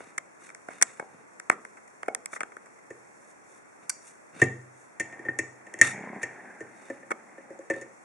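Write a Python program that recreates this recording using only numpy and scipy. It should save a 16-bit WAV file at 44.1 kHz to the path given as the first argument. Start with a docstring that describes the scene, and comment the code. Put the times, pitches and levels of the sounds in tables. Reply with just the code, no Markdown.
"""A bench vise on a desk in a small room, heard close up on a camera's stereo microphones.
First the camera is nudged into place: its plastic case clicks and creaks right at the microphones.
A brass padlock clinks in the hand and drops into the vise with a thud that sets the desk humming.
The vise is wound shut: its loose handle slides and clanks, the screw rasps and judders.
Hands and sleeves brush throughout, over a faint room tone."""
import sys
import numpy as np
from scipy import signal
from scipy.fft import rfft, irfft
from scipy.io import wavfile
from scipy.ndimage import uniform_filter1d

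SR = 44100
rng = np.random.default_rng(int(sys.argv[2]) if len(sys.argv) > 2 else 0)


def wav_out(sig):
    """Save sig, one row per channel (or a flat mono array), as 16-bit PCM at SR to the path in sys.argv[1]."""
    wavfile.write(sys.argv[1], SR, np.round(np.clip(np.atleast_2d(sig).T, -1, 1) * 32767).astype(np.int16))


N = 354784

# The quiet room. Each row: frequency in Hz, spectral level in dB.
ROOM_TONE_COLOUR = [(30, -32), (60, -20), (90, -10.5), (125, -5), (200, -1), (330, 2), (700, 1.5),
                    (1400, -1), (2100, -3), (2550, -11.5), (3000, -25.5), (4500, -28), (9000, -49)]
# The room's decay. Each row: frequency in Hz, t60 in seconds.
ROOM_DECAY = [(100, 0.34), (300, 0.53), (1000, 0.29), (2000, 0.33), (7000, 0.45), (12000, 0.039)]
# Skin and cloth. Each row: frequency in Hz, spectral level in dB.
SLEEVE_COLOUR = [(3000, -19), (4600, -17.5), (5600, -3.5), (7500, -1), (9000, -4), (10700, -9.5),
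                 (12000, -30.5), (14500, -34)]

# The camera's case, dull knocks to bright snaps.
# Each row: start in seconds, contact in seconds, level in dB, centre of the sound in Hz.
CAMERA_CLICKS = [(.0041, 0.00034, -45.5, 550), (0.1792, 0.0019, -29.5, 3140), (0.4898, 0.0018, -52, 1940),
                 (0.5004, .0012, -50.5, 1820), (.548, 0.000078, -46.5, 3640), (0.6848, 0.0015, -37, 686),
                 (.7046, 0.01, -46.5, 1440), (0.8127, 0.0023, -30.5, 2470), (.8176, 0.0054, -35, 2610),
                 (0.8242, 0.00052, -15.5, 7100), (0.8272, .0015, -23, 6500), (0.9964, 0.0021, -31.5, 690),
                 (1.024, 0.00099, -43, 250), (1.398, 0.00077, -41.5, 3330), (1.4982, 0.00062, -17.5, 1370),
                 (1.5134, 0.01, -35, 1500), (1.6497, 0.00067, -45, 1890), (1.7698, 0.0074, -51.5, 1470),
                 (2.0304, .0007, -37.5, 1050), (2.082, 0.0021, -27, 495), (2.1481, 0.00049, -30.5, 5200),
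                 (2.2584, 0.00047, -36, 4800), (2.33, 0.0032, -38, 1216), (2.3602, 0.0056, -39, 1530),
                 (2.406, 0.00034, -33.5, 1750), (2.4095, 0.0031, -36.5, 1190), (2.432, 0.00066, -36, 1460),
                 (2.519, 0.0033, -51, 1200), (2.567, 0.00055, -42, 1010), (7.1058, 0.0027, -32.5, 1013),
                 (7.1148, .0026, -27.5, 960)]
# Resonances of case, vise, shackle and screw thread. Each row: frequency in Hz, width in Hz, gain in dB.
CASE_RESONANCES = [(348, 290, -0.5), (534.4, 320, 2.5), (740, 290, 2), (1277, 320, 2.5), (1845, 190, 2),
                   (2162, 210, 0.5), (3340, 370, -10.5), (5800, 990, -1), (7440, 1270, 6), (8390, 1700, 5),
                   (10810, 1100, -6.5)]
VISE_RESONANCES = [(107.1, 42, 0.5), (333, 50, 6), (419, 75, 2.5), (524, 89, 2.5), (758, 71, -5),
                   (911, 55, -7.5), (1440, 460, -11), (1790, 87, -3), (1936, 96, 2), (2417, 71, -5.5),
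                   (2600, 190, -15), (5680, 170, -1), (6260, 190, 0.5), (6910, 500, 3.5), (7960, 230, -2),
                   (8750, 400, -3), (10030, 1700, -14)]
SHACKLE_RESONANCES = [(1160, 340, -4.5), (1530, 91, 2), (2270, 310, 1.5), (4750, 270, 2), (5750, 490, 0),
                      (6650, 480, 3), (7100, 470, 2.5), (8580, 170, 3), (9350, 150, 5.5),
                      (10600, 1700, -2.5)]
THREAD_RESONANCES = [(201, 46, 9.5), (422, 28, 3.5), (547, 170, -6), (780, 180, -3), (1026, 66, 0)]
# Registers in which each object is heard. Each row: low edge in Hz, high edge in Hz, stereo width in dB.
CASE_REGISTERS = [(127.5, 860, -7.5), (730, 1593, 2), (1530, 2490, -4.5), (3400, 11000, 3.5)]
VISE_REGISTERS = [(90.3, 232, -37.5), (241.4, 560, -26), (684, 1630, -1), (1630, 3110, -14),
                  (5320, 17000, -5.5)]
SHACKLE_REGISTERS = [(950, 2260, -18), (4550, 10300, -9)]
# The case's knock, clack, snap and tick: their middles in Hz, then their shares sent to the room in dB.
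CASE_MIDDLES_HZ = [400, 1200, 2000, 7000]
CASE_SEND_DB = [-14, -21, -26, -32.5]
# The ping of the camera's stand. Each row: frequency in Hz, level in dB, t60 in seconds.
STAND_MODES = [(2206, 0, 0.086)]

# Rubs of fingers, camera and padlock, and the handle's rattle dying away after its loud clank.
# Each row: peak time, swell and fade in seconds, level in dB, centre of the sound in Hz.
RUBS_AND_RATTLE = [(.02, 0.025, 0.099, -54, 990), (.47, 0.058, 0.038, -55.5, 3660),
                   (.75, 0.054, 0.052, -54, 1700), (.87, .04, 0.14, -57, 2200),
                   (1.201, 0.11, 0.047, -59.5, 300), (2.344, .025, .025, -46.5, 6000),
                   (3.3, 0.11, 0.043, -64.5, 8500), (3.538, 0.063, 0.055, -62.5, 6500),
                   (3.835, 0.01, 0.023, -57, 500), (4.07, 0.044, 0.066, -55, 8150),
                   (4.354, .02, 0.034, -51, 600), (4.414, 0.031, 0.044, -44, 1600),
                   (4.81, .06, .06, -62, 8050), (5.831, .011, 0.068, -31.5, 2487),
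                   (6.226, 0.0074, .008, -45, 2500), (6.84, 0.1, 0.13, -59, 2000),
                   (7.78, .06, 0.046, -52.5, 900)]
# Middles of their rumble, rasp, scrape and hiss in Hz.
SWELL_MIDDLES_HZ = [300, 1700, 3400, 7500]

# Blows on the vise. Each row: start in seconds, contact in seconds, knock of the body in dB,
# clang of the steel in dB, hardness as tick above clang in dB.
VISE_HITS = [(2.904, 0.009, -42, -49, -11.5), (4.4168, 0.0098, -21.5, -16, -20),
             (4.4392, 0.0038, -41, -41, -4), (4.9984, .013, -40, -27.5, -9.5),
             (5.1247, 0.019, -51.5, -44.5, -19), (5.1918, 0.0055, -44.5, -48, -22),
             (5.2509, 0.017, -42, -39.5, -32), (5.285, 0.0071, -37, -26.5, -65),
             (5.3881, 0.0072, -34, -28.5, -6.5), (5.6675, 0.0064, -54.5, -51, -14),
             (5.7391, 0.0022, -46, -43, -6), (5.789, 0.015, -47, -42.5, -6),
             (5.8133, 0.0052, -34.5, -13, -7), (6.2308, 0.0083, -40.5, -29.5, -11.5),
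             (6.6056, 0.01, -39.5, -44, -15), (6.9, 0.0095, -36, -41.5, -20.5),
             (7.03, .006, -52, -55.5, -21), (7.3795, 0.0081, -49.5, -52.5, -25.5),
             (7.504, .0025, -42, -60, -13.5), (7.5904, 0.00078, -44.5, -67.5, 6),
             (7.7001, 0.012, -27, -29, -17.5), (7.7365, 0.0071, -54, -38.5, -25),
             (7.763, 0.004, -38, -55, -7), (7.8131, .015, -44.5, -47.5, -5)]
# The steel's clang. Each row: multiple of the main pitch, level in dB, t60 in seconds.
STEEL_MODES = [(1, 6.5, 0.03), (1.082, -12.5, .05), (1.124, -1.5, 0.049), (1.256, -6.5, 0.045),
               (1.437, -19, 0.16), (3.46, -20.5, .08), (3.8, -18.5, .1), (4.74, -22, .09)]
# The main pitch shifts with the load on the jaws. Each row: time in seconds, pitch in Hz.
STEEL_PITCH = [(2.9, 1790), (4.4, 1831), (6.3, 1835), (6.9, 1780), (7.7, 1798)]
# The tightened frame and the desk under it. Each row: frequency in Hz, level in dB, t60 in seconds.
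FRAME_MODES = [(337, -7.5, .055), (540, -1, 0.082)]
DESK_MODES = [(102.2, -5.5, 0.48), (126.5, 3, 0.59), (170.3, -13, .3), (214.5, -8, 0.46), (265, 0.5, 0.3),
              (386, -8.5, 0.39), (432.4, 1.5, 0.22)]
# Shackle against padlock. Each row: start in seconds, contact in seconds, clack in dB, tick in dB.
SHACKLE_CLINKS = [(3.8950, 0.00068, -44.5, -31), (3.8967, 0.0044, -41, -30)]

# How hard the screw is turned. Each row: time in seconds, effort in dB.
SCREW_EFFORT = [(4.95, -59), (5.05, -52), (5.17, -50), (5.27, -50), (5.53, -57), (5.76, -51.5), (5.95, -45),
                (6.54, -50), (6.63, -53.5), (7.51, -54), (7.67, -56), (7.95, -55)]
# The screw's friction. Each row: frequency in Hz, spectral level in dB.
FRICTION_COLOUR = [(60, -35), (100, -31.5), (200, -4), (300, -6), (430, -8), (600, -6.5), (820, 1),
                   (1250, -16), (1800, -7), (2100, -9), (2500, -19.5), (3000, -33.5)]
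# The sliding handle's falling resonance. Each row: time in seconds, frequency in Hz, level in dB.
HANDLE_GLIDE = [(5.85, 2350, -54), (5.95, 2232, -46.5), (6.2, 2063, -63), (6.35, 1770, -55),
                (6.55, 1600, -54), (6.7, 1520, -63.5)]
# Centres of the recorder's treble notches in Hz.
TREBLE_NOTCHES_HZ = [3000, 4000, 5000]

BLOW_T = np.arange(SR // 8) / SR   # time axis of one blow in seconds
FULL_BLOW_DB = -14.5   # clang of a full blow on the vise
CLACK_DB = -11   # the vise's middle register against the mean of knock and clang
THUMP_DB, THUMP_FALL = -5, 0.48   # against knock in a full blow; lighter ones thump less (dB per dB)
VISE_ROOM_DB, VISE_ROOM_GROWTH = -13, 0.11   # room share of a full blow; lighter is wetter (dB per dB)
CLAMPED_S, CLAMPED_THUMP_DB, CLAMPED_RING_DB = 6.75, -14, -2   # jaws bite: less thump, the frame rings


def from_db(db):
    """Decibels to gain."""
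    return 10 ** (np.asarray(db) / 20)


def rms_one(x):
    """Scale to rms 1."""
    return x / np.sqrt(np.mean(x ** 2) + 1e-30)


def blow_one(x, window_s=.02):
    """Give a short sound the energy of rms 1 held for the window."""
    return rms_one(x) * np.sqrt(window_s * SR / x.shape[-1])


def in_time(rows):
    """Curve rows to one value per sample for each column."""
    s, *columns = np.transpose(rows)
    return [np.interp(np.arange(N) / SR, s, c) for c in columns]


def at_hz(points, hz):
    """Read a table on a log-frequency axis."""
    f, value = np.transpose(points)
    return np.interp(np.log(np.maximum(hz, 1)), np.log(f), value)


def around(centre_hz, middles_hz, fall_db_per_oct, round_oct=0.61):
    """Level of each register in dB under a rounded hump on the centre."""
    octaves = np.log2(np.divide(middles_hz, centre_hz))
    return -fall_db_per_oct * (np.hypot(octaves, round_oct) - round_oct)


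def band(x, low_hz, high_hz, order=2):
    """Causal band-pass."""
    sos = signal.butter(order, [low_hz, min(high_hz, SR / 2 - 100)], "band", fs=SR, output="sos")
    return signal.sosfilt(sos, x + 1e-18)


def stereo(mid, side, side_db):
    """Left and right microphone from mid and side."""
    return mid + from_db(side_db) * side * np.array([[1], [-1]])


def add(track, s, sound):
    """Mix a sound into a track at time s."""
    at = max(round(s * SR), 0)
    track[:, at:at + sound.shape[-1]] += sound[..., :N - at]


def noise(colour, side_db):
    """Stereo noise of a given colour, rms 1."""
    gain = from_db(at_hz(colour, np.fft.rfftfreq(N, 1 / SR)))
    mid, side = irfft(rfft(rng.standard_normal((2, N))) * gain, N)
    return rms_one(stereo(mid, side, side_db))


def flicker(per_s, depth_db):
    """A gain that wanders at random."""
    knots = np.arange(N) / SR * per_s
    return from_db(depth_db * np.interp(knots, np.arange(4096), rng.standard_normal(4096)))


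def resonate(force, modes):
    """Parallel resonances of alternating sign."""
    out = 0
    for k, (hz, width, db) in enumerate(modes):
        r = np.exp(-np.pi * width / SR)
        poles = [1, -2 * r * np.cos(2 * np.pi * hz / SR), r * r]
        peak = signal.lfilter([1, 0, -1], poles, force + 1e-18)
        out = out + (-1) ** k * from_db(db) * (1 - r * r) / 2 * peak
    return out


def strike(modes, bands, contact_s, levels_db, first_touch, stretch):
    """A sharp first touch and a short chatter drive the modes; each register gets its own strength."""
    chatter = rng.standard_normal((2, len(BLOW_T))) * np.exp(-(BLOW_T / (stretch * contact_s)) ** 2)
    force = chatter / np.linalg.norm(chatter, axis=1, keepdims=True)
    force[0, 0] += first_touch
    body = resonate(force, modes)
    registers = []
    for (low_hz, high_hz, side_db), db in zip(bands, levels_db):
        mid, side = map(rms_one, band(body, low_hz, high_hz, order=3))
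        side = rms_one(side - mid * np.mean(mid * side))   # both microphones get the same energy
        registers.append(from_db(db) * blow_one(stereo(mid, side, side_db)))
    return np.array(registers)


def ring(modes, hold_s, rise_s):
    """Modes swell, are kept up while the parts chatter, then die away."""
    out = 0
    for hz, db, t60 in modes:
        phase = 2 * np.pi * (hz * BLOW_T + rng.random())
        out = out + np.sin(phase) * from_db(db - 60 * np.maximum(BLOW_T - hold_s, 0) / t60)
    return blow_one(out * (1 - np.exp(-(BLOW_T / rise_s) ** 2)))


def room_tone(level_db=-54):
    """The small room's own faint hiss, wide across the microphones."""
    return from_db(level_db) * noise(ROOM_TONE_COLOUR, side_db=2.5)


def brushing(level_db=-66):
    """Skin and cloth slide all the time with a soft, slightly grainy hiss."""
    wander = flicker(per_s=6, depth_db=1)
    hiss = noise(SLEEVE_COLOUR, side_db=-1.0) * flicker(per_s=120, depth_db=1.2)
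    return from_db(level_db) * wander * rms_one(hiss)


def camera_case(ping_db=-15):
    """Plastic parts slip and snap right at the microphones, reaching each by its own path."""
    out, send = np.zeros((2, 2, N))
    for s, contact_s, db, centre_hz in CAMERA_CLICKS + creaks():
        levels_db = db + around(centre_hz, CASE_MIDDLES_HZ, fall_db_per_oct=7.5)
        registers = strike(CASE_RESONANCES, CASE_REGISTERS, contact_s, levels_db,
                           first_touch=0.49, stretch=2.2)
        stand_ping = from_db(levels_db[0] + ping_db) * ring(STAND_MODES, contact_s, rise_s=0.00082)
        add(out, s, registers.sum(0) + stand_ping)
        add(send, s, np.tensordot(from_db(CASE_SEND_DB), registers, 1))   # mostly knocks fill the room
    return out, send


def reflections(send, side_db=-7, onset_s=0.0019):
    """The room's diffuse reflections build up within milliseconds and die soonest in the top treble."""
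    t = np.arange(SR * 3 // 4) / SR
    edges_hz = np.geomspace(60, 15000, 11)
    tail = 0
    for low, high in zip(edges_hz, edges_hz[1:]):
        hz = np.sqrt(low * high)
        width_db = min(side_db + 8 * np.log10(hz / 2000), 0)   # long waves reach both microphones alike
        mid, side = band(rng.standard_normal((2, len(t))), low, high)
        wash = stereo(mid, side, width_db) / np.hypot(1, from_db(width_db))
        tail = tail + wash * from_db(-60 * t / at_hz(ROOM_DECAY, hz))
    tail = rms_one(tail * (1 - np.exp(-(t / onset_s) ** 2))) / np.sqrt(len(t))
    return signal.fftconvolve(send[:1], tail, axes=1)[:, :N]


def rubs_and_rattle(grain_db=3.5, scrape_db=-13):
    """Grainy noise swells and fades: close rubs, and the handle's rattle after its loud clank."""
    t = np.arange(N) / SR
    strength = np.zeros((4, N))
    for s, swell_s, fade_s, db, centre_hz in RUBS_AND_RATTLE:
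        slope_s = np.where(t < s, swell_s, fade_s)
        envelope = np.exp(-np.minimum(((t - s) / slope_s) ** 2, 20))
        levels_db = db + around(centre_hz, SWELL_MIDDLES_HZ, fall_db_per_oct=4)
        strength += from_db(levels_db)[:, None] * envelope
    grain = stereo(*rng.standard_normal((2, N)), side_db=-6.5) * flicker(200, grain_db)
    registers = [band(grain, 125, 600, order=3), band(grain, 1200, 2500),
                 band(grain, 3100, 3750), band(grain, 5800, 9800, order=4)]
    rumble, rasp, scrape, hiss = (gain * rms_one(sound) for gain, sound in zip(strength, registers))
    return rumble + rasp + from_db(scrape_db) * scrape + hiss


def creaks(count=7, span_s=(.3, 3.2), contact_s=.003, level_db=-56.5, centre_hz=1800):
    """Rows of faint case clicks at random times and pitches while the camera is being moved."""
    return [(np.interp(when, [0, 1], span_s), contact_s, level_db, centre_hz * 2 ** (2 * pitch - 1))
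            for when, pitch in rng.random((count, 2))]


def vise(rattle_db=-5, softening=0.29, tick_room_db=-4):
    """Padlock and handle knock on the vise: a dull body sound with the steel's clang on top."""
    out, send = np.zeros((2, 2, N))
    for s, contact_s, knock_db, clang_db, hardness_db in VISE_HITS:
        clamped = s > CLAMPED_S
        lighter_db = FULL_BLOW_DB - max(knock_db, clang_db)
        thump_db = knock_db + THUMP_DB - THUMP_FALL * lighter_db + clamped * CLAMPED_THUMP_DB
        clack_db = (knock_db + clang_db) / 2 + CLACK_DB
        levels_db = [thump_db, knock_db, clack_db, clang_db, clang_db + hardness_db]
        thump, knock, clack, rattle, tick = strike(VISE_RESONANCES, VISE_REGISTERS, contact_s, levels_db,
                                                   first_touch=1.0, stretch=1.11)
        soft_db = softening * min(hardness_db, 0)   # a soft touch rings mostly the main mode
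        pitch_hz = np.interp(s, *np.transpose(STEEL_PITCH))
        modes = [(pitch_hz * multiple, db + soft_db * (k > 0), t60)
                 for k, (multiple, db, t60) in enumerate(STEEL_MODES)]
        clang = from_db(clang_db) * ring(modes, contact_s, rise_s=0.00099)
        if clamped:
            frame = from_db(knock_db + CLAMPED_RING_DB) * ring(FRAME_MODES, contact_s, rise_s=0.0023)
            knock = 0.76 * knock + frame
        body = thump + knock + clack + from_db(rattle_db + soft_db) * rattle + clang
        add(out, s, body + tick)
        add(out, s, desk(thump_db))
        room_share = from_db(VISE_ROOM_DB + VISE_ROOM_GROWTH * lighter_db)
        add(send, s, room_share * (body + from_db(tick_room_db) * tick))
    return out, send


def desk(thump_db, transfer_db=-3, rise_s=0.0015):
    """A thump passes down the vise and leaves the desk top humming."""
    t = np.arange(SR // 2) / SR
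    hum = sum(np.sin(2 * np.pi * (hz * t + rng.random())) * from_db(db - 60 * t / t60)
              for hz, db, t60 in DESK_MODES)
    return from_db(thump_db + transfer_db) * hum * (1 - np.exp(-t / rise_s))


def shackle(room_db=-18):
    """The loose shackle rattles once in the padlock's body."""
    out = np.zeros((2, N))
    for s, contact_s, *levels_db in SHACKLE_CLINKS:
        clack, tick = strike(SHACKLE_RESONANCES, SHACKLE_REGISTERS, contact_s, levels_db,
                             first_touch=0.44, stretch=1.3)
        add(out, s, clack + tick)
    return out, from_db(room_db) * out


def screw(rumble_db=-42.5, rumble_growth=1.55, rasp_db=-43.5, rasp_growth=1.86):
    """The turning thread rumbles and the handle rasps through its eye; both grow with the effort."""
    effort_db, = in_time(SCREW_EFFORT)
    effort_db -= effort_db.max()   # levels hold at full effort; growth is in dB per dB of effort
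    t = np.arange(N) / SR
    turning = (t > SCREW_EFFORT[0][0]) & (t < SCREW_EFFORT[-1][0])
    fade = uniform_filter1d(turning.astype(float), size=2000)
    friction = noise(FRICTION_COLOUR, side_db=-17)
    rumble = rms_one(band(friction, 83, 1400) * flicker(per_s=90, depth_db=1.8))
    rasp = rms_one(band(friction, 1000, 2700) * flicker(per_s=160, depth_db=3.9))
    rumble *= from_db(rumble_db + rumble_growth * effort_db)
    rasp *= from_db(rasp_db + rasp_growth * effort_db)
    return fade * (rumble + rasp)


def handle_slide(width_hz=220):
    """Friction keeps one falling resonance of the handle murmuring as it slides through its eye."""
    hz, db = in_time(HANDLE_GLIDE)
    t = np.arange(N) / SR
    sliding = (t > HANDLE_GLIDE[0][0]) & (t < HANDLE_GLIDE[-1][0])
    low_pass = signal.butter(2, width_hz / 2, fs=SR, output="sos")
    murmur = rms_one(signal.sosfilt(low_pass, rng.standard_normal(N)))
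    tone = np.sqrt(2) * np.sin(2 * np.pi * np.cumsum(hz) / SR)
    return sliding * from_db(db) * murmur * tone


def thread_judder(start_s=5.946, count=8, every_s=.0307, jitter_s=0.0019,
                  first_db=-44.5, growth_db_per_s=15, spread_db=0.5, room_db=-16):
    """The spun thread sticks and slips in a quick run of dull knocks that grow a little harder."""
    out = np.zeros((2, N))
    register = (117, 1060, -31)   # low edge in Hz, high edge in Hz, stereo width in dB
    for k, (late, softer) in enumerate(rng.standard_normal((count, 2))):
        spun_s = k * every_s + jitter_s * late
        db = first_db + growth_db_per_s * spun_s - spread_db * softer
        knock, = strike(THREAD_RESONANCES, [register], contact_s=0.0015, levels_db=[db],
                        first_touch=2.7, stretch=0.76)
        add(out, start_s + spun_s, knock)
    return out, from_db(room_db) * out


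def scene():
    """At the microphones: close knocks with their reflections, handling noise and the room tone."""
    direct, send = np.sum([camera_case(), shackle(), vise(), thread_judder()], axis=0)
    handling = screw() + handle_slide() + rubs_and_rattle() + brushing()
    return direct + reflections(send) + handling + room_tone()


def record(dry, notch_width_hz=250, stopband_hz=15600):
    """The recorder notches three treble pitches, clips at full scale and cuts the top."""
    for hz in TREBLE_NOTCHES_HZ:
        edges_hz = [hz - notch_width_hz / 2, hz + notch_width_hz / 2]
        dry = signal.sosfilt(signal.butter(2, edges_hz, "bandstop", fs=SR, output="sos"), dry)
    top_cut = signal.cheby2(12, 60, stopband_hz, fs=SR, output="sos")
    return signal.sosfilt(top_cut, np.clip(dry, -1, 1))


dry = scene()
out = record(dry)
wav_out(out)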